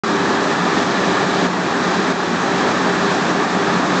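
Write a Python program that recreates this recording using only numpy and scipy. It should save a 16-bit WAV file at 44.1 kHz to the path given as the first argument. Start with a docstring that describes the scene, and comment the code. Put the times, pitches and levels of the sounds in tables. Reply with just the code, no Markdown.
"""One broad, steady roar fills a huge steel mill hall: many machines, blurred by the building.
Two drones from fans and motors, one throbbing and one steadier, stand out of the low rumble.
Above them are a faint high whine and the hiss of air and steam.
Again and again the whole sound drops abruptly by a few decibels and swells back."""
import sys
import numpy as np
from scipy import signal
from scipy.fft import rfft, irfft
from scipy.io import wavfile

SR = 44100
rng = np.random.default_rng(int(sys.argv[2]) if len(sys.argv) > 2 else 0)


def waveform_to_disk(signal):
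    """Save audio, clipped to [-1, 1], as 16-bit WAV at the path in sys.argv[1]."""
    frames = np.transpose(np.atleast_2d(signal))
    scaled = np.clip(frames, -1, 1) * 32767
    samples = np.round(scaled).astype(np.int16)
    wavfile.write(sys.argv[1], SR, samples)


N = 176400
TIME = np.arange(N) / SR


def from_db(db):
    """Turn decibels (dB) into a number to multiply a sound by."""
    return 10 ** (np.asarray(db) / 20)


def rms_one(sound):
    """Scale a sound so that its average strength (rms) is 1."""
    return sound / np.sqrt(np.mean(sound ** 2) + 1e-20)


def drift(rate_hz):
    """A random curve of strength about 1; the higher the rate, the faster it wanders."""
    step, settle = 40, 2000  # samples between points, points skipped while the smoothing settles
    pole = np.exp(-2 * np.pi * rate_hz * step / SR)
    noise = rng.standard_normal(N // step + settle + 2)
    smooth = signal.lfilter([1], [1, -2 * pole, pole * pole], noise)[settle:]
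    return np.interp(np.arange(N) / step, np.arange(len(smooth)), rms_one(smooth))


def diffuse_noise(spectrum, flutter_db=0, flutter_hz=8):
    """Noise of strength 1 shaped by a spectrum; each half-octave band can flutter on its own."""
    octave = np.log2(np.maximum(np.arange(N // 2 + 1) * SR / N, 1))
    points_hz, points_db = np.transpose(spectrum)
    points = np.log2(points_hz)
    octaves_outside = np.abs(octave - np.clip(octave, points[0], points[-1]))
    shape_db = np.interp(octave, points, points_db) - 20 * octaves_outside
    shaped = rfft(rng.standard_normal(N)) * from_db(shape_db)
    out = 0
    for centre in np.arange(4, 14, .5):  # in octaves above 1 Hz
        band = irfft(shaped * np.maximum(1 - 2 * np.abs(octave - centre), 0), N)
        out = out + band * from_db(flutter_db * drift(flutter_hz))
    return rms_one(out)


def steam_hiss():
    """Air and steam make a faint, high hiss that flutters slightly."""
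    # The tone colour of the hiss. Each row: frequency in Hz, relative level in dB.
    spectrum = [(2000, -14.5), (2850, -4.5), (3300, 1), (3800, 0.5), (4250, -1.5), (5200, -4.5), (6200, -6),
                (7300, -9), (7900, -15.5), (8500, -26), (9000, -35)]
    return from_db(-29) * diffuse_noise(spectrum, flutter_db=.65, flutter_hz=13)


def fan_and_motor_drones():
    """Each fan or motor tone is a steady sine wave plus its echoes, which waver in strength and phase."""
    # The drones and the high whine. Each row: pitch in Hz, level in dB,
    # level of the steady part compared with the echoes in dB, rate of wavering in Hz.
    tones = [(145, -43.5, -3.5, 3), (181.6, -28, -4.5, 4.9), (397.2, -27.5, 2, 3.5), (704, -44.5, -3.5, 3),
             (3930, -44.5, -23, 45)]
    out = 0
    for hz, level_db, steady_db, waver_hz in tones:
        phase = 2 * np.pi * (hz * TIME + rng.random())
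        steady = from_db(steady_db) * np.cos(phase)
        echoes = (drift(waver_hz) * np.cos(phase) + drift(waver_hz) * np.sin(phase)) / np.sqrt(2)
        out = out + from_db(level_db) * rms_one(steady + echoes)
    return out


def machine_rumble():
    """Distant machines blend into a low, even rumble."""
    # The tone colour of the rumble. Each row: frequency in Hz, relative level in dB.
    spectrum = [(25, -43.5), (50, -30.5), (85, -21), (120, -14.5), (148, -9), (200, -2.5), (240, -3),
                (295, -0.5), (360, -4.5), (430, -6), (500, -19.5), (800, -36.5)]
    return from_db(-20.5) * diffuse_noise(spectrum)


def hall_roar():
    """The hall smears the noise of many machines into one nearly even roar."""
    # The tone colour of the roar. Each row: frequency in Hz, relative level in dB.
    spectrum = [(300, -12), (480, -3.5), (790, -0.5), (1020, -3), (1160, 0), (1480, -5.5), (1730, -2.44),
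                (1880, -6.5), (2080, -12.5), (2420, -11.5), (2850, -18.5), (4000, -41.5)]
    return from_db(-18) * diffuse_noise(spectrum, flutter_db=.27, flutter_hz=9)


def level_dips(fall_s=.004, recovery_db_per_s=8):
    """A volume curve that falls quickly at each dip and climbs back at a constant rate."""
    # The moments when the sound drops. Each row: start in seconds, depth in dB.
    dips = [(.035, 3), (.362, 2), (.536, 1.96), (.83, 2), (1.243, 1.5), (1.467, 4.5), (2.004, 2),
            (2.123, 4.5), (2.722, 2.0), (2.899, 1.7), (3.152, 1.5), (3.316, 2.2), (3.449, 3), (3.78, 2)]
    drop_db = np.zeros(N)
    for start_s, depth_db in dips:
        elapsed = TIME - start_s
        fall = np.clip(elapsed / fall_s, 0, 1)
        drop_db = np.maximum(drop_db, fall * (depth_db - recovery_db_per_s * elapsed))
    return from_db(-drop_db)


def scene():
    """The whole hall in one channel, heard from one spot on the floor."""
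    start_s, fade_s = .035, .0017
    fade_in = np.clip((TIME - start_s) / fade_s, 0, 1)
    hall = machine_rumble() + hall_roar() + steam_hiss() + fan_and_motor_drones()
    return (hall * level_dips() * fade_in)[None]


def record(dry):
    """Gently round off the peaks, then cut the treble above 9400 Hz."""
    rounded = np.tanh(dry)
    treble_cut = signal.cheby2(20, 70, 9400, fs=SR, output="sos")
    return signal.sosfilt(treble_cut, rounded)


dry = scene()
out = record(dry)
waveform_to_disk(out)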